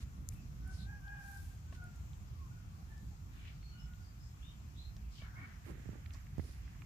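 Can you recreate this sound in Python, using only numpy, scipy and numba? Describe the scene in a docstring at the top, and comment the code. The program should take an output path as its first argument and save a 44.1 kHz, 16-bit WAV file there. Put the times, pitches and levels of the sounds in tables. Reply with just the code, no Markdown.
"""A yard beside a thicket, where a spoon scoops the flesh out of a melon.
Scrapes, squeaks, swishes, rustles and breathy noise around the calls are noise grains under resonances;
ticks, knocks and a snap are struck modes. Far off, a rooster crows in hoarse harmonics, a hen clucks and
birds sing near sines, all with a diffuse tail. Banded noise makes an engine-like rumble and insect hiss;
low noise and decaying swings brush and bump the right side of the microphone."""
import sys
import numpy as np
from scipy import signal
from scipy.io import wavfile
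from numba import njit

SR = 44100
rng = np.random.default_rng(int(sys.argv[2]) if len(sys.argv) > 2 else 0)


def natural_amplitude(level_db):
    """Convert a level in decibels to a linear amplitude factor, elementwise."""
    exponent = np.asarray(level_db, float) / 20
    return 10 ** exponent


def digitize_waveform(pressure):
    """Quantize a signal to 16-bit integers and store it at the path in sys.argv[1].

    Rows of a 2-D input are taken as channels; values are limited to [-1, 1].
    """
    field = np.atleast_2d(pressure).T
    bounded = np.clip(field, -1, 1)
    quanta = np.round(bounded * 32767).astype(np.int16)
    wavfile.write(sys.argv[1], SR, quanta)


N = 302085


def rms_one(x):
    """Normalization: the root mean square becomes 1."""
    return x / np.sqrt(np.mean(x ** 2) + 1e-20)


def at_hz(points, hz):
    """Interpolation on a logarithmic frequency axis."""
    points = np.array(points)
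    return np.interp(np.log(hz), np.log(points[:, 0]), points[:, 1])


def pan(x, lean_db):
    """Interaural level difference: left minus right is lean_db."""
    return x * natural_amplitude(np.array([[.5], [-.5]]) * lean_db)


def drift(corner_hz, size=N):
    """Low-pass filtered chance: coarse noise through two equal one-pole filters; rms 1."""
    pole = np.exp(-40 * np.pi * corner_hz / SR)      # one coarse step is 20 samples
    coarse = rng.standard_normal(size // 20 + 2002)
    slow = signal.lfilter([1], [1, -2 * pole, pole * pole], coarse)[2000:]
    return np.interp(np.arange(size) / 20, np.arange(len(slow)), rms_one(slow))


def add(out, start, sound):
    """Superposition: lays a sound into the scene from a time on."""
    at = round(max(start, 0) * SR)
    out[:, at:at + sound.shape[1]] += sound[:, :N - at]
    return out


def banded_noise(spectrum, edges, patchy_db, patch_hz):
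    """Partially coherent noise: each band has its own level, flicker, likeness and leaning; rms 1."""
    # likeness of the two ears: f/Hz, left-right correlation (clipped to -1..1)
    likeness = [(60, 0.949), (240, 0.807), (950, -0.44), (3770, -0.051), (15000, -0.091)]
    # leaning of the noise: f/Hz, left minus right level/dB
    leaning = [(60, -2), (240, -0.5), (950, 2.5), (3770, 4.0), (15000, 1)]
    out, white = 0, rng.standard_normal((2, 2, N))
    for k, (low, high) in enumerate(zip(edges, edges[1:])):
        band = signal.butter(2, [low, high], "band", fs=SR, output="sos")
        mid, side = signal.sosfilt(band, white[k % 2])
        hz = np.sqrt(low * high)
        alike = np.clip(at_hz(likeness, hz), -1, 1)
        both = np.sqrt(1 + alike) * mid + np.sqrt(1 - alike) * side * [[1], [-1]]
        gain = natural_amplitude(at_hz(spectrum, hz) + patchy_db * drift(patch_hz))
        out = out + gain * pan(both, at_hz(leaning, hz))
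    return rms_one(out)


def background():
    """Spectral shaping of noise: a lumpy far rumble under a smooth hiss of insects and leaves."""
    # spectral density of the rumble: f/Hz, relative level/dB per Hz
    rumble_spectrum = [(15, -37), (25, -14.5), (54, 2.5), (88, -0.5), (141, -8.5), (303, -29), (394, -50.5),
                       (500, -26), (650, -70), (1100, -120)]
    # spectral density of the hiss: f/Hz, relative level/dB per Hz
    hiss_spectrum = [(210, -32), (350, -13), (555, -44.5), (739, 3), (1020, -7), (1120, 1.5), (1770, -6.5),
                     (2360, -5.5), (3570, -12), (6860, -7.5), (8310, -21), (13000, -15), (15700, -13.5)]
    # strength of the far rumble: t/s, rms level/dB
    rumble_course = [(0, -45), (.7, -44.5), (1.25, -49.5), (1.8, -46.5), (4, -48.5), (6.85, -48.5)]
    rumble_db = np.interp(np.arange(N) / SR, *np.transpose(rumble_course))
    hiss_db = -66.5
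    low, high = np.geomspace(36, 500, 10), np.geomspace(350, 17500, 20)      # band edges in Hz
    rumble = banded_noise(rumble_spectrum, low, patchy_db=2.5, patch_hz=9.3)
    hiss = banded_noise(hiss_spectrum, high, patchy_db=1.3, patch_hz=4.5)
    return natural_amplitude(rumble_db) * rumble + natural_amplitude(hiss_db) * hiss


@njit
def glide(x, hz, q, sr):
    """State-variable resonance: a band-pass whose centre moves."""
    out, low, band = np.zeros(len(x)), 0., 0.
    for i in range(len(x)):
        g = np.tan(np.pi * hz[i] / sr)
        high = (x[i] - (1 / q + g) * band - low) / (1 + g / q + g * g)
        mid = g * high + band
        band = mid + g * high
        low += 2 * g * mid
        out[i] = mid
    return out


def stroke(length, hz0, hz1, q):
    """Granular noise: dense grains drive a resonance that may slide; rms about 1."""
    u = np.linspace(0, 1, round(length * SR))
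    hz = hz0 * (hz1 / hz0) ** u
    struck = rng.random(len(u)) < 9000 / SR      # 9000 grains per s
    sizes = natural_amplitude(2 * np.minimum(rng.exponential(1, len(u)), 4)) * struck
    grains = rms_one(sizes) * rng.standard_normal((2, len(u)))
    shaped = np.array([glide(glide(g, hz, q, SR), hz, q / 2, SR) for g in grains])
    swell = 1.166 * np.sin(np.pi * u ** 0.76) ** 1.28
    flutter_db, flutter_hz = .8, 72      # rms depth, corner of the drift
    return swell * natural_amplitude(flutter_db * drift(flutter_hz, len(u))) * rms_one(shaped)


def swishes():
    """Broadband friction: hand and flesh give grains under a very low Q."""
    # swishes: start t/s, length t/s, centre f/Hz, level/dB, left minus right level/dB
    swish_rows = [(0, 0.052, 2480, -63.5, -1), (0.284, 0.12, 10000, -71, 8), (1.159, .47, 8300, -66, -2),
                  (1.714, 0.08, 2000, -66.5, -1), (5.638, 0.11, 8000, -71.5, -9)]
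    out = np.zeros((2, N))
    for start, length, hz, db, lean_db in swish_rows:
        add(out, start, pan(natural_amplitude(db) * stroke(length, hz, hz, q=0.35), lean_db))
    return out


def ring(clicks, hz, t60):
    """Impulse response of a damped mode: a unit click sets a sine of height 1 ringing."""
    r, w = natural_amplitude(-60 / (t60 * SR)), 2 * np.pi * hz / SR
    return signal.lfilter([0, np.sin(w)], [1, -2 * r * np.cos(w), r * r], clicks)


def snap():
    """Modal impulse: one sharp snap close on the left rings two short high modes."""
    # modes of the snap: f/Hz, level/dB, decay t60/s
    snap_modes = [(7030, -2, 0.0024), (10000, -3.5, 0.0014)]
    start_s, level_db, right_db = .2889, -21, -42      # right_db is relative to the left
    click = signal.unit_impulse(SR // 20)
    body = sum(natural_amplitude(level_db + mode_db) * ring(click, hz, t60) for hz, mode_db, t60 in snap_modes)
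    body = signal.sosfilt(signal.butter(3, 5000, "high", fs=SR, output="sos"), body)
    return add(np.zeros((2, N)), start_s, body * natural_amplitude([[0], [right_db]]))


def ticks():
    """Impulsive fracture: a click and a tiny crunch of tearing fibres excite a few cycles of ring, without bass."""
    # ticks: t/s, peak level/dB midway between the ears, ring f/Hz, left minus right level/dB
    tick_rows = [(0.322, -56.5, 2620, -0.5), (0.6762, -56, 9500, -12.5), (1.08, -57, 4050, 8),
                 (1.3717, -51, 7400, 2), (1.4283, -59, 9110, -8), (1.7268, -57, 2900, 3),
                 (1.8406, -55, 9400, -11), (1.959, -54.5, 7400, 2), (2.1327, -57.5, 3480, 6.5),
                 (2.979, -56, 5900, 11), (3.452, -53, 2260, 1), (3.6285, -58, 2280, -8),
                 (3.935, -59, 3160, 10), (4.966, -50.5, 5300, 4), (6.0597, -51, 1916, -14),
                 (6.061, -53, 3700, -12), (6.107, -56, 2960, -17), (6.137, -49, 6250, 9),
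                 (6.145, -55, 5400, 6), (6.153, -57.5, 1050, -5), (6.2687, -54, 2070, -7),
                 (6.3814, -53.5, 6500, -3), (6.398, -54.5, 2034, -18), (6.678, -54.5, 1670, -9),
                 (6.748, -58, 1900, -8), (6.8198, -49.5, 2360, -10), (6.82, -56, 1100, -8)]
    crunch_strength, crunch_t60_s = 0.21, 0.017
    out, click = np.zeros((2, N)), signal.unit_impulse(SR // 20)
    fade = natural_amplitude(-60 * np.arange(len(click)) / SR / crunch_t60_s)
    for s, db, hz, lean_db in tick_rows:
        crunch = click + crunch_strength * fade * rng.standard_normal(len(click))
        edges = [hz / 1.66, min(hz * 1.51, SR / 2.5)]
        band = signal.butter(2, edges, "band", fs=SR, output="sos")
        tick = signal.sosfilt(band, ring(crunch, hz, 5.1 / hz))
        add(out, s, pan(natural_amplitude(db) * tick / np.abs(tick).max(), lean_db))
    return out


def far_tone(hz, rough, waver_hz):
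    """Fading by scattering, as through leaves and echoes: each ear has its own wavering strength and phase; rms 1."""
    turn = np.exp(2j * np.pi * np.cumsum(hz) / SR)
    rough = np.clip(rough, 0, 1)
    ears = []
    for ear in range(2):
        scattered = drift(waver_hz, len(hz)) + 1j * drift(waver_hz, len(hz))
        ears.append(np.sqrt(2 - 2 * rough) + np.sqrt(rough) * scattered)
    lag = np.array([[1], [1j]])      # the two ears are a quarter turn apart
    return np.real(turn * lag * ears)


def birds():
    """Frequency-modulated near sines: far notes swell fast, die away and waver."""
    # bird notes: start t/s, length t/s, start f/Hz, end f/Hz, level/dB
    bird_notes = [(.341, 0.123, 2610, 2560, -72), (2.349, 0.2, 1144, 800, -67),
                  (2.495, 0.19, 1440, 1452, -70), (2.69, 0.2, 1120, 1135, -73),
                  (2.77, 0.086, 760, 720, -69), (2.89, .12, 860, 870, -74), (2.887, 0.18, 1765, 1750, -67),
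                  (3.1, 0.08, 785, 783, -71), (3.36, 0.24, 2320, 2310, -71.5),
                  (3.617, 0.2, 4280, 4355, -66), (3.701, 0.46, 1449, 1443, -70),
                  (3.718, 0.2, 2930, 2880, -68.5), (3.779, 0.12, 5300, 5320, -68.5),
                  (4.02, 0.15, 4745, 4680, -74), (4.2, 0.14, 5150, 5230, -72),
                  (4.415, 0.15, 3150, 3650, -63.5), (4.76, 0.16, 3500, 4130, -62.5),
                  (5.19, 0.12, 2290, 2050, -64)]
    leap_share = .35      # a rising note reaches its top in this share of its length
    wavers_per_note, waver_share = 5.4, 0.0075      # the waver quickens in short notes and at high pitch
    out = np.zeros((2, N))
    for start, length, hz0, hz1, db in bird_notes:
        u = np.linspace(0, 1, round(length * SR))
        swell = np.sin(np.pi * u ** 0.62) ** 1.15
        if hz1 > hz0:
            course = np.sin(np.pi / 2 * np.minimum(u / leap_share, 1))
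        else:
            course = u ** 2      # a falling note holds, then drops
        waver_hz = wavers_per_note / length + waver_share * hz0
        tone = far_tone(hz0 + (hz1 - hz0) * course, 0.71, waver_hz)
        add(out, start, natural_amplitude(db) * swell * tone)
    return out


def rooster():
    """Harmonic voice: a hoarse crow in one breath arches in pitch; the throat favours the second harmonic."""
    # the crow: t/s, second harmonic f/Hz, effort level/dB
    crow_course = [(.6, 1469, -88), (.64, 1497, -73), (.7, 1520, -60), (.73, 1513, -67), (.755, 1495, -85),
                   (.785, 1514, -70), (.845, 1525, -77), (.9, 1635, -60), (.99, 1641, -67.5),
                   (1.015, 1548, -74), (1.05, 1580, -66), (1.1, 1637, -59.5), (1.38, 1583, -61.5),
                   (1.41, 1579, -72), (1.56, 1573, -80), (1.62, 1470, -95), (1.69, 1510, -77),
                   (1.76, 1482, -75), (1.8, 1455, -64.5), (1.85, 1437, -60), (1.92, 1405, -78),
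                   (2.04, 1390, -85)]
    # strength of the harmonics: harmonic number, level/dB
    crow_harmonics = [(1, -3.5), (2, 5), (3, -15.5)]
    # hoarseness along the crow: t/s, share of scattered tone (0-1)
    hoarseness = [(.83, .2), (.9, .5), (1.6, .5), (1.7, .2)]
    side_rough, waver_hz = .6, 46      # the weak harmonics are always hoarse
    clear_dim_db = 3      # clear stretches carry less besides the second harmonic
    s, second_hz, level_db = np.transpose(crow_course)
    now = np.arange(s[0], s[-1], 1 / SR)
    hz, rough = np.interp(now, s, second_hz), np.interp(now, *np.transpose(hoarseness))
    call = 0
    for k, db in crow_harmonics:
        gain = natural_amplitude(db - clear_dim_db * (k != 2) * (rough < .3))
        call = call + gain * far_tone(hz * k / 2, rough if k == 2 else side_rough, waver_hz)
    return add(np.zeros((2, N)), s[0], pan(call * natural_amplitude(np.interp(now, s, level_db)), 1.0))


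def rustles():
    """Granular friction close on the right: grains under a fixed resonance."""
    # rustles: start t/s, length t/s, centre f/Hz, level/dB
    rustle_rows = [(0.657, 0.24, 9160, -76), (5.552, 0.66, 1750, -71), (5.635, 0.12, 1820, -67.5),
                   (5.655, 0.083, 1040, -68), (5.929, 0.048, 1200, -71.5), (6.089, 0.19, 1836, -70.5),
                   (6.203, .89, 1970, -74.5), (6.374, 0.26, 9800, -76.5)]
    out = np.zeros((2, N))
    for start, length, hz, db in rustle_rows:
        add(out, start, pan(natural_amplitude(db) * stroke(length, hz, hz, q=2.06), -12.5))
    return out


def broad_slides():
    """Low-Q sliding noise, a little left: scrapes, and the breathy noise around the hen's cluck."""
    # broad slides: start t/s, length t/s, start f/Hz, end f/Hz, level/dB
    broad_rows = [(.69, .19, 5700, 3900, -66.5), (3.303, .32, 2800, 2700, -70),
                  (3.262, 0.38, 1700, 1500, -72.5), (3.429, 0.12, 2580, 2340, -62.5),
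                  (5.09, .22, 5000, 3600, -66), (5.204, .15, 1250, 1560, -65),
                  (5.347, .31, 1600, 1500, -64.5), (5.215, .4, 830, 950, -72.5),
                  (6.123, 0.063, 5900, 5600, -68), (6.363, 0.26, 4900, 4600, -70)]
    out = np.zeros((2, N))
    for start, length, hz0, hz1, db in broad_rows:
        add(out, start, pan(natural_amplitude(db) * stroke(length, hz0, hz1, q=2), 1))
    return out


def narrow_slides():
    """Higher-Q sliding bands of noise: some squeak, some lie breathily around the bird notes."""
    # narrow slides: start t/s, length t/s, start f/Hz, end f/Hz, level/dB
    narrow_rows = [(0.775, 0.11, 4050, 3800, -64), (4.0, 0.14, 4800, 4900, -76),
                   (4.18, .17, 5100, 5100, -74.5), (4.376, 0.24, 2600, 3500, -71),
                   (4.741, .2, 3460, 4100, -68.5), (5.31, 0.13, 1320, 2300, -64),
                   (5.44, .14, 1750, 2300, -68), (5.22, .14, 1800, 1500, -68),
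                   (5.13, .16, 3100, 2900, -66.5)]
    out = np.zeros((2, N))
    for start, length, hz0, hz1, db in narrow_rows:
        add(out, start, pan(natural_amplitude(db) * stroke(length, hz0, hz1, q=6.5), 1))
    return out


def knocks():
    """Modal excitation: dull knocks of spoon on fruit send a click into the fruit's modes."""
    # knocks: t/s, level/dB, left minus right level/dB
    knock_rows = [(1.726, -56, 4), (4.109, -72, 1), (4.966, -65, 2), (5.221, -58.5, 2.5), (6.144, -63, 6)]
    # modes of the fruit: f/Hz, level/dB, decay t60/s
    fruit_modes = [(661, 3.5, 0.024), (1096, -1.5, 0.057), (1750, -0.5, 0.021), (2690, -8.5, 0.026)]
    out, click = np.zeros((2, N)), signal.unit_impulse(SR // 20)
    for s, db, lean_db in knock_rows:
        body = sum(natural_amplitude(mode_db + rng.normal(0, 0.76)) * ring(click, hz, t60)
                   for hz, mode_db, t60 in fruit_modes)
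        add(out, s, pan(natural_amplitude(db) * body, lean_db))
    return out


def syllable(swell, hold, top_hz, db, scoop):
    """Pitch and level envelopes of the cluck, trail included."""
    scoop_s, sag_per_s = 0.0504, 0.2      # the scoop settles while the pitch sags (share per s)
    swell_db, drop_db, drop_s, trail_db_per_s = 10, 14, 0.02, 150      # swells, holds, drops, trails off
    t, stop = np.arange(0, swell + hold + .3, 1 / SR), swell + hold
    hz = top_hz * (1 - scoop * np.exp(-t / scoop_s) - sag_per_s * np.minimum(t, stop))
    after = np.maximum(t - stop, 0)
    fall_db = drop_db * np.minimum(after / drop_s, 1) + trail_db_per_s * after
    return hz, db - swell_db * np.maximum(1 - t / swell, 0) - fall_db


def hen():
    """Source and filter: the throat colours the harmonics of a short rough cluck."""
    # the cluck: start t/s, swell t/s, hold t/s, f/Hz before scoop and sag, level/dB, scoop (share of pitch)
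    cluck = (5.355, 0.02, 0.08, 385, -69, .08)
    # response of the throat: f/Hz, level/dB
    throat = [(750, -6), (1120, 3), (1500, 5.5), (1870, 4), (2230, 11.5), (2700, -34)]
    hz, level_db = syllable(*cluck[1:])
    call = sum(natural_amplitude(at_hz(throat, hz * k)) * far_tone(hz * k, 0.73, waver_hz=70) for k in range(2, 8))
    return add(np.zeros((2, N)), cluck[0], call * natural_amplitude(level_db))


def right_port():
    """Contact noise: lumpy low rubbing and damped thumps reach mostly the right capsule."""
    # brushes: peak t/s, level/dB before the split between the ears
    brushes = [(5.44, -67), (5.69, -58), (5.78, -64), (5.94, -61.5), (6.43, -64.5)]
    # bumps: t/s, level/dB on the right, settled swing f/Hz, decay t60/s
    bumps = [(5.666, -43.5, 200, 0.034), (5.682, -41.5, 200, .03), (5.696, -40, 191.6, 0.036),
             (5.712, -44, 170, .04), (5.798, -45, 120, .06), (5.858, -38, 110, 0.11),
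             (5.891, -32, 132, 0.053), (5.932, -40, 170, 0.039), (5.955, -40.5, 250, 0.028),
             (6.3823, -25.5, 70, 0.074), (6.3953, -23, 67, 0.029)]
    rise_db_per_s, fall_db_per_s = 299, 139
    now, t = np.arange(N) / SR, np.arange(SR // 8) / SR
    pressure = sum(natural_amplitude(db - np.maximum(rise_db_per_s * (s - now), fall_db_per_s * (now - s)))
                   for s, db in brushes)
    band = signal.butter(3, [130, 440], "band", fs=SR, output="sos")
    rub = signal.sosfilt(band, rng.standard_normal(N))
    out = rms_one(rub * natural_amplitude(3.8 * drift(46.0))) * pressure * natural_amplitude([[-14], [6]])
    for s, db, hz, t60 in bumps:
        swing_hz = hz + 250 * np.exp(-t / 0.0019)      # the swing starts stiff and slackens
        thump = np.sin(2 * np.pi * np.cumsum(swing_hz) / SR) * natural_amplitude(-60 * t / t60)
        add(out, s, natural_amplitude(db) * thump * natural_amplitude([[-22], [0]]))
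    return out


def thicket(far, t60, level_db):
    """Diffuse reverberation: trunks and leaves scatter far calls into a short tail."""
    t = np.arange(SR // 2) / SR
    tail = rng.standard_normal((2, len(t))) * natural_amplitude(-60 * t / t60)
    tail = tail / np.sqrt(np.sum(tail ** 2, axis=1, keepdims=True))
    return far + natural_amplitude(level_db) * signal.fftconvolve(far, tail, axes=1)[:, :N]


def scene():
    """Superposition: far calls pass through the thicket, and all other sounds are added without it."""
    far = thicket(birds() + rooster() + hen(), t60=.3, level_db=-11)
    struck = snap() + ticks() + knocks()
    grainy = swishes() + rustles() + broad_slides() + narrow_slides()
    return background() + struck + grainy + far + right_port()


def low_pass(x):
    """Removes everything above the highest recorded frequency."""
    return signal.sosfilt(signal.butter(12, 16380, fs=SR, output="sos"), x)


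def record(dry):
    """Band limitation: a high-pass cuts the bottom and a steep low-pass the top."""
    cut = signal.sosfilt(signal.butter(2, 35, "high", fs=SR, output="sos"), dry)
    # 60 dB down from 16 kHz upward
    mix = signal.sosfilt(signal.cheby2(12, 60, 16000, fs=SR, output="sos"), cut)
    return low_pass(mix)


dry = scene()
out = record(dry)
digitize_waveform(out)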